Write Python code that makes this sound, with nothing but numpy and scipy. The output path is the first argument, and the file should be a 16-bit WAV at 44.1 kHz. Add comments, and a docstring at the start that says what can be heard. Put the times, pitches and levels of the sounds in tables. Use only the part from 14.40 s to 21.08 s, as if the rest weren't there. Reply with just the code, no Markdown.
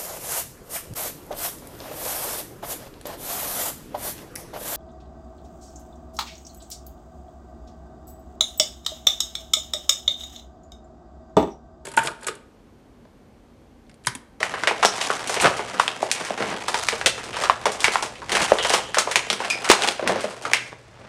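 """Sharp snaps from the panels of a stiff clear plastic blister pack, worked out of a toy box close to the microphone.
Each snap is a kick and a noisy shiver through a resonant panel; small ticks and crackling grains fill the gaps.
Blisters pop as short hollow sines, taut parts sing as narrow noise, and the sheet drags on the box in rough swells.
The strongest jerks thump the table; a small room answers, with air, rumble and a faint mains hum underneath."""
import sys
import numpy as np
from scipy import signal
from scipy.fft import rfft, irfft
from scipy.io import wavfile
from scipy.ndimage import uniform_filter1d

SR = 44100
rng = np.random.default_rng(int(sys.argv[2]) if len(sys.argv) > 2 else 0)


def to_wav(sig):
    """Store sig (one row per channel, or 1-D mono) as 16-bit WAV at the path in sys.argv[1].

    Samples outside -1..1 are clipped; the rate is SR.
    """
    pcm = np.clip(np.atleast_2d(sig), -1, 1) * 32767
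    pcm = np.round(pcm).astype(np.int16)
    wavfile.write(sys.argv[1], SR, pcm.T)  # frames by channels


N = 294588
TIME = np.arange(N) / SR


def snaps(kick_ring_db=12.5, kick_width=0.15, shiver_ring_db=4.5, shiver_width=0.24,
          shiver_t60=0.13, crack_db=-3.5, crack_t60=0.017):
    """A panel flips with one sharp kick and rings briefly at its pitch; then bending waves scatter through the sheet."""
    # Panels buckling. Each row: start in seconds, panel pitch in Hz, strength in dB before the body shelf,
    # brightness in dB per octave, body in dB, shiver against the kick in dB.
    buckles = [(0.0295, 1930, -21, -3, -1, -4.5), (0.1387, 1810, -22, -9, -23, 9),
               (0.2356, 1460, -19.5, -5, -10, -3), (0.273, 2290, -13.5, -4.5, -0.5, 4),
               (0.3106, 910, -18.5, -11.5, -8, -2), (0.4271, 1290, -14, -5, -12, 16),
               (0.435, 1380, -25, -4, 8, 13), (0.449, 720, -15, -2, 13.5, -8),
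               (0.4549, 3600, -20, 6, -6, 1), (0.612, 4000, -26.5, 1, 0, 17),
               (0.7019, 1330, -18.5, -9.5, -12, -3), (0.873, 2630, -28.5, 5.5, 4, 7),
               (0.8965, 1550, -27.5, -3.5, 8, 7), (0.9422, 883, -25, 1, -9, 3),
               (0.963, 2180, -22, -6.0, 2, 21), (1.014, 2750, -24, 24, 5, 8),
               (1.0431, 540, -17.5, -6, -4, 9), (1.0572, 1590, -15, -4, 1.5, -1.5),
               (1.069, 1290, -18.5, -5, -18, -12), (1.168, 1720, -35, 3, 13, 16),
               (1.1931, 910, -19.5, -14, -12, 3.5), (1.3966, 1090, -17, -4, -13, 4),
               (1.4791, 3100, -19.5, -3, -1, -7), (1.628, 785, -18.5, -13.5, -2, -12),
               (1.7143, 2357, -19, 5, -1, 2), (1.9053, 690, -28, -5, 17, -8),
               (1.9758, 740, -26.5, -5.5, 2, 10), (2.004, 498, -27.5, -5.5, 10, 6),
               (2.0238, 2120, -23.5, -5, -4, 2), (2.2817, 970, -22.5, -1, 11.5, 9),
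               (2.3432, 950, -20.5, -3, -1, 5), (2.486, 2200, -17.5, 0.0, -2, -1),
               (2.5265, 456, -23.5, -7, 0.5, 9), (2.6127, 1760, -25, -4, -6, -1),
               (2.6599, 3100, -13, 1, 15.5, 10), (2.7785, 1270, -32, -3.5, 8, 7),
               (2.9673, 950, -24.5, -4, -10, 5), (3.0368, 1090, -18.5, -3.5, 1, 3),
               (3.0968, 1190, -16.5, -8, -19.5, 28), (3.2558, 910, -19, -2.5, 4.5, 4),
               (3.2655, 650, -15.5, -7, -2.5, 2.5), (3.4043, 3200, -28.5, 6.5, 2, 7),
               (3.4429, 2280, -12, -1.5, -15, 1), (3.4814, 2570, -18, -7.5, -1.5, -7),
               (3.556, 1010, -13, -9, -27, -3), (3.6245, 940, -25.5, 0, 18, 10),
               (3.8176, 975, -30.5, -8.5, -11, 5), (3.894, 2084, -28.5, -1.5, 5, 4),
               (3.918, 2700, -20, 0, 20.5, 15), (3.951, 2330, -17.5, -2.0, 11, 11),
               (4.041, 824, -26.5, 1.5, 1, 7), (4.119, 528, -9, -11.5, -3.5, -7),
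               (4.1857, 3500, -21, -6, -3, 7), (4.248, 616, -18, -4.5, -13, 8),
               (4.3024, 636, -20, -1.5, 8, 3.5), (4.3373, 1100, -15, -1.5, 8, 11),
               (4.5441, 1630, -21.5, -1, -16, 6), (4.57, 640, -16.5, -7, -5.5, 8),
               (4.5842, 1185, -14.5, 2, 9, 4.5), (4.673, 890, -18, -12.5, -16, 2),
               (4.7122, 1950, -23, 0, -1, 16), (4.7573, 2380, -12.5, -0.5, 7, 1),
               (4.901, 3980, -19.5, -1.5, 11, 2.5), (4.9292, 372, -23, -0.5, 5, -2.5),
               (5.003, 910, -24.5, -6, -2, 3), (5.0468, 710, -27, -3, -6, 12),
               (5.1011, 2450, -24, 3.5, 5, 3), (5.244, 1330, -24.5, -1.5, -13, 15),
               (5.289, 2530, -22, 3, -2, 10), (5.2996, 400, -5, -3.5, -7.5, 3.5),
               (5.315, 1020, -10, -1, -10, -1.5), (5.4211, 3700, -22.5, -1, 16, -3),
               (5.4357, 2820, -26, 4, 35, -4), (5.4747, 760, -21, -0.5, 14, 6.5),
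               (5.4867, 3530, -20, -1, 17, -13), (5.594, 623, -21.5, -9, -10, -2),
               (5.6255, 550, -25, -9, 5, 4), (5.6753, 1960, -20.5, 0.5, -3, 1),
               (5.694, 720, -17.5, -9, 4, 1), (5.7213, 443, -27.5, -3.5, 8, -20),
               (5.7582, 580, -26, -5.5, 9, 0), (5.8413, 586, -27.5, -5, 9, 4),
               (6.0518, 1297, -23.5, -5.5, -1, 3), (6.134, 2150, -13.5, -0.5, -1, -3)]
    out = np.zeros(N)
    t = np.arange(SR // 10) / SR
    for start, hz, db, tilt_db, body_db, scatter_db in buckles:
        # a strong shiver takes its share of the strength from the kick
        strength = from_db(db) / np.sqrt(1 + from_db(scatter_db) ** 2 / 2)
        kick = panel_response(hz, tilt_db, body_db, kick_ring_db, kick_width)
        add(out, start, strength * kick)
        # the fold runs across the panel in a millisecond or two, the shiver lasts longer
        waves = burst(t, crack_t60, crack_db) + burst(t, shiver_t60, scatter_db)
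        sheet = panel_response(hz, tilt_db, body_db, shiver_ring_db, shiver_width)
        add(out, start, strength * signal.fftconvolve(waves, sheet))
    return out


def panel_response(hz, tilt_db, body_db, ring_db, ring_width, spread_s=0.000892, size=2048):
    """Response of a panel: a tilted arch with one resonance, rms 1 over 10 ms; the pack's body then shelves the lows."""
    # The sheet radiates little bass and little top. Each row: frequency in Hz, gain in dB.
    radiation = [(40, -56), (130, -16.5), (210, 5), (270, -9), (420, 3), (1000, -1.5), (4200, -2.5),
                 (5600, -0.5), (8800, 0), (10500, -8), (13000, -22), (16000, -77)]
    # the arch tips with the brightness of the snap and levels off at its ends
    arch_hz, arch_db, arch_octaves = 1920, 2, (-2.22, 1.98)
    body_hz = 557   # below this the whole pack swings with a snap, more or less as it is held
    f = np.fft.rfftfreq(size, 1 / SR) + 1

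    width = ring_width * max(hz / 1000, 1) ** 0.67   # small panels are damped more
    detuning = (f / hz - hz / f) / width
    ring = np.sqrt(1 + from_db(ring_db) ** 2 / (1 + detuning ** 2))
    ring /= np.sqrt(1 + (min(hz / 2, 300) / f) ** 6)   # little is radiated far below the pitch

    octaves = np.clip(np.log2(f / arch_hz), *arch_octaves)
    arch = tilt_db * octaves - arch_db * octaves ** 2
    colour = rms_one(ring * from_db(arch + at_hz(radiation, f)))
    body = from_db(body_db / (1 + (f / body_hz) ** 4))
    response = causal(colour * body) * np.sqrt(SR // 100)

    # bending waves are dispersive: the lows arrive a little after the highs
    delay_s = spread_s / np.sqrt(1 + f / 1500)
    phase = 2 * np.pi * np.cumsum(delay_s) * SR / size
    return irfft(rfft(response) * np.exp(-1j * phase))


def burst(t, t60, db):
    """Dying noise whose energy is given in dB against a unit click."""
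    noise = rng.standard_normal(len(t)) * from_db(-60 * t / t60)
    return noise * from_db(db) / np.linalg.norm(noise)


def pops():
    """The air in a blister swings for a few cycles, a hollow knock with no bass beneath it."""
    # Whole blisters turning inside out.
    # Each row: start in seconds, pitch in Hz, starting level in dB before the band-pass, 60 dB decay in seconds.
    blisters = [(1.3993, 1190, 6.5, 0.0047), (3.0977, 1060, 7, 0.013), (4.1195, 596, 4, 0.019),
                (5.2994, 378, 2.5, 0.028)]
    out = np.zeros(N)
    t = np.arange(SR // 15) / SR
    for start, hz, db, t60 in blisters:
        swing = from_db(db - 60 * t / t60) * np.sin(2 * np.pi * hz * t)
        add(out, start, band(swing, hz / 2, 10 * hz))
    return out


def singing():
    """A cluster of close modes rings on, beating as it fades."""
    # Taut parts that sing on after a snap.
    # Each row: start in seconds, centre in Hz, width in Hz, starting level in dB, 60 dB decay in seconds.
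    taut_parts = [(0.454, 5560, 800, -19, 0.17), (0.5, 5700, 900, -48, 4.4), (4.188, 3040, 500, -27, 1),
                  (5.103, 2420, 211, -18, 0.19), (5.101, 5050, 400, -28, 0.26),
                  (6.134, 2560, 1510, -19, 0.2)]
    out = np.zeros(N)
    t = np.arange(SR) / SR
    for start, hz, width_hz, db, t60 in taut_parts:
        modes = band(rng.standard_normal(len(t)), hz - width_hz / 2, hz + width_hz / 2)
        add(out, start, evened(modes, size=900) * from_db(db - 60 * t / t60))
    return out


def ticks(crinkle_db, per_s=22, level_db=-2.5, spread_db=6.0, tilt_db=-1.0, tilt_spread_db=4.5,
          low_hz=450, high_hz=3500, ring_db=12.5, ring_width=0.19, shiver_t60=0.18, shiver_db=7.5):
    """Small buckles between the snaps, each with its own pitch and a short shiver, as strong as the crinkling is."""
    out = np.zeros(N)
    t = np.arange(SR // 20) / SR
    chances = rng.random((600, 5))
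    for keep, when, pitch, size, bright in chances:
        if keep * len(chances) >= per_s * N / SR:
            continue
        waves = burst(t, shiver_t60, shiver_db) + (t == 0)   # shiver plus a unit kick
        db = crinkle_db[int(when * N)] + level_db + spread_db * (2 * size - 1)
        hz = low_hz * (high_hz / low_hz) ** pitch
        tilt = tilt_db + tilt_spread_db * (2 * bright - 1)
        panel = panel_response(hz, tilt, 0, ring_db, ring_width)
        add(out, when * N / SR, from_db(db) * signal.fftconvolve(waves, panel))
    return out


def crinkle(levels_db, per_s=240, spread_db=2.5, colour_db=1.0, crease_s=0.0006, rub_db=-9, count=20):
    """Small creases give way, each a tiny rasp with a colour of its own, over the soft hiss of sliding plastic."""
    # Colour of the crinkling. Each row: frequency in Hz, relative density in dB per Hz.
    spectrum = [(59, -44), (100, -14), (123, -20), (152, -15), (196, 0.5), (324, -1), (391, -3), (502, 3.5),
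                (797, -5), (1290, -9.5), (2130, -11.5), (8700, -19), (10700, -29), (12400, -62),
                (15000, -61)]
    creases = clicks(per_s, spread_db)
    at = np.flatnonzero(creases)
    edges = np.geomspace(130, 13500, count + 1)
    layers = np.zeros((3, N))   # flexing, crinkling, fine creasing
    for k, (low, high) in enumerate(zip(edges, edges[1:])):
        hz = np.sqrt(low * high)
        hits = np.zeros(N)
        hits[at] = creases[at] * from_db(colour_db * rng.standard_normal(len(at)))
        energy = signal.lfilter([1], [1, -np.exp(-1 / (crease_s * SR))], hits ** 2 + 1e-18)
        rasps = evened(np.sqrt(energy))
        grains = np.hypot(rasps, from_db(rub_db)) * rng.standard_normal(N)
        layer = np.searchsorted([700, 3500], hz)
        # neighbouring bands alternate in sign
        layers[layer] += (-1) ** k * band(grains, low, high) * from_db(at_hz(spectrum, hz))
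    return sum(rms_one(x) * from_db(db) for x, db in zip(layers, levels_db))


def handling():
    """Levels in dB of flexing, crinkling and fine creasing: all follow the effort; crumples swell the last two."""
    # How hard the hands work the sheet. Each row: time in seconds, crinkling level in dB.
    effort_curve = [(0.0, -34.5), (0.35, -42), (0.95, -34.5), (1.3, -39), (1.7, -40), (2.18, -35.5),
                    (2.32, -40), (2.55, -45), (2.75, -48), (3.0, -33), (3.2, -43.5), (3.45, -35.5),
                    (3.8, -52), (4.02, -36.5), (4.35, -36.5), (4.5, -46), (4.7, -43.5), (5.42, -34.5),
                    (5.65, -49.5), (5.85, -36.5), (5.98, -47), (6.12, -36), (6.35, -70), (6.68, -67)]
    # A patch of the sheet crumples.
    # Each row: middle in seconds, length in seconds, level in dB, fine creasing against that level in dB.
    crumples = [(0.67, 0.14, -31.5, -3.5), (1.031, 0.036, -23.5, -7.5), (2.44, 0.12, -34, 0),
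                (3.03, 0.05, -34.5, -4), (3.545, 0.016, -26.5, -3.5), (3.978, 0.063, -24.5, -6.5),
                (4.03, 0.056, -27.5, -13), (4.313, 0.066, -28, 0), (5.451, 0.039, -25.5, -8),
                (6.13, 0.035, -34, -11)]
    # level at mean effort, and share of the effort's swing
    flex_db, flex_follows = -44, 0.44   # wide panels flexing
    crease_db, crease_follows = -48, 0.7   # fine creasing
    effort, = in_time(effort_curve)
    swing = effort - effort.mean()
    crinkling = from_db(effort) ** 2
    creasing = from_db(crease_db + crease_follows * swing) ** 2
    for middle, length, db, fine_db in crumples:
        swell = from_db(db) ** 2 * np.exp(-2 * ((TIME - middle) / length) ** 2)
        crinkling = crinkling + swell
        creasing = creasing + swell * from_db(fine_db) ** 2
    return flex_db + flex_follows * swing, 10 * np.log10(crinkling), 10 * np.log10(creasing)


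def drags(slips_per_s=900, spread_db=3.0):
    """The sheet sticks and slips on cardboard in short, rough swells."""
    # The sheet dragging over the box. Each row: middle in seconds, length in seconds, level in dB.
    strokes = [(0.248, 0.028, -31.5), (1.044, 0.028, -20.5), (1.065, 0.028, -15), (1.365, 0.056, -35),
               (1.812, 0.017, -29), (2.028, 0.039, -28), (2.123, 0.067, -29), (3.485, 0.022, -29),
               (4.017, 0.03, -23), (5.697, 0.07, -24), (5.79, 0.036, -29), (6.061, 0.018, -35),
               (6.329, 0.015, -38), (6.658, 0.17, -47)]
    # The box booms under the drag. Each row: frequency in Hz, relative gain in dB.
    box_colour = [(60, -22), (120, -6.5), (160, -8), (200, 3), (255, -4), (400, -1.5), (620, -1),
                  (1000, -4.5), (1600, -7.5), (2600, -14.5), (6000, -24.5), (9000, -60)]
    pressure = np.zeros(N)
    for middle, length, db in strokes:
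        pressure += from_db(db) * np.exp(-2 * ((TIME - middle) / length) ** 2)
    slips = evened(clicks(slips_per_s, spread_db))
    return pressure * coloured(slips, box_colour)


def thumps(hz=70, t60=0.01):
    """The table answers a jerk with a dull, short swing."""
    # Jerks that reach the table. Each row: start in seconds, starting level in dB before the band-pass.
    jerks = [(0.45, -24), (1.399, -42), (2.659, -15), (3.444, -15)]
    out = np.zeros(N)
    t = np.arange(SR // 5) / SR
    for start, db in jerks:
        add(out, start, from_db(db - 60 * t / t60) * np.sin(2 * np.pi * hz * t))
    return band(out, 38, 400)


def room(x, build_s=0.078, wall_hz=9000, t60=0.36, tail_db=-17):
    """A few close reflections, then a short diffuse tail."""
    # Near surfaces. Each row: delay in seconds, level in dB.
    reflections = [(0.0115, -17), (0.024, -20), (0.035, -16.5)]
    t = np.arange(SR * 3 // 5) / SR
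    tail = band(rng.standard_normal(len(t)), 98, wall_hz, order=1)
    tail *= from_db(-60 * t / t60) * (1 - np.exp(-t / build_s))
    response = tail * from_db(tail_db) / np.linalg.norm(tail)
    for delay, db in reflections:
        response[round(delay * SR)] += from_db(db)
    return x + signal.fftconvolve(x, response)[:N]


def background(air_db=-53, hum_hz=120.6, hum_db=-55):
    """Room air as coloured noise, low rumble as band-passed noise and mains hum as a sine."""
    # Room air. Each row: frequency in Hz, relative gain in dB.
    air_colour = [(25, -8), (44, 7), (65, -8), (120, 10), (250, -15), (600, -1.5), (2000, -6), (8000, -22),
                  (13000, -41)]
    # The table rumbles faintly under the hands. Each row: time in seconds, level in dB.
    rumble_curve = [(0.0, -55), (0.9, -60), (1.05, -41), (1.5, -65), (2.6, -48), (3.5, -54.5), (4.0, -46),
                    (5.2, -59), (5.55, -60), (6.68, -56)]
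    air = from_db(air_db) * coloured(rng.standard_normal(N), air_colour)
    rumble_db, = in_time(rumble_curve)
    rumble = from_db(rumble_db) * rms_one(band(rng.standard_normal(N), 32, 132))
    hum = from_db(hum_db) * np.sqrt(2) * np.sin(2 * np.pi * hum_hz * TIME)
    return air + rumble + hum


def from_db(db):
    """Decibels to gain."""
    return 10 ** (np.asarray(db) / 20)


def rms_one(x):
    """Scale to unit rms."""
    return x / np.sqrt(np.mean(x ** 2) + 1e-20)


def in_time(rows):
    """Each column of a curve at every sample."""
    seconds, *columns = np.transpose(rows)
    return [np.interp(TIME, seconds, column) for column in columns]


def at_hz(points, hz):
    """Read a spectrum on a log-frequency axis."""
    f, db = np.transpose(points)
    return np.interp(np.log(hz + 1e-9), np.log(f), db)


def band(x, low_hz, high_hz, order=2):
    """Causal band-pass."""
    edges = [low_hz, min(high_hz, SR * 9 / 20)]
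    sos = signal.butter(order, edges, "band", fs=SR, output="sos")
    return signal.sosfilt(sos, x + 1e-18)


def coloured(x, spectrum):
    """Give a steady sound a spectrum; rms 1."""
    gain = from_db(at_hz(spectrum, np.fft.rfftfreq(N, 1 / SR)))
    return rms_one(irfft(rfft(x) * gain, N))


def add(track, start, sound):
    """Mix a short sound in at a start in seconds."""
    at = max(round(start * SR), 0)
    track[at:at + len(sound)] += sound[:max(N - at, 0)]


def clicks(per_s, spread_db):
    """Random clicks, many small and a few large."""
    sizes = from_db(spread_db * np.minimum(rng.exponential(1, N), 4))
    signs = rng.choice([-1, 1], N)
    return sizes * signs * (rng.random(N) < per_s / SR)


def evened(x, size=2600):
    """Hold the running level near 1 while single grains still stand out."""
    power = np.maximum(uniform_filter1d(x ** 2, size), 0)
    return x / np.sqrt(power + 0.089 * np.mean(x ** 2))


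def causal(gain):
    """The most compact impulse response that has this gain on an even grid from 0 to SR / 2."""
    cepstrum = irfft(np.log(gain + 1e-9))
    half = len(cepstrum) // 2
    cepstrum[1:half] *= 2
    cepstrum[half + 1:] = 0
    return irfft(np.exp(rfft(cepstrum)))


def scene(pop_room_share=0.35):
    """The pack in its room, one channel; the pops are aimed at the microphone and so are drier."""
    knocks = pops()
    levels_db = handling()
    plastic = snaps() + singing() + ticks(levels_db[1]) + crinkle(levels_db)
    in_room = room(plastic + pop_room_share * knocks + drags() + thumps())
    direct = (1 - pop_room_share) * knocks
    return (in_room + direct + background())[None]


def record(dry, cutoff_hz=16000):
    """The loudest peaks overload the input; the deep bass and the top are cut."""
    clipped = np.clip(dry, -1, 1)
    low_cut = signal.butter(2, 38, "high", fs=SR, output="sos")
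    top_cut = signal.cheby2(16, 80, cutoff_hz + 500, fs=SR, output="sos")
    return signal.sosfilt(top_cut, signal.sosfilt(low_cut, clipped))


dry = scene()
out = record(dry)
to_wav(out)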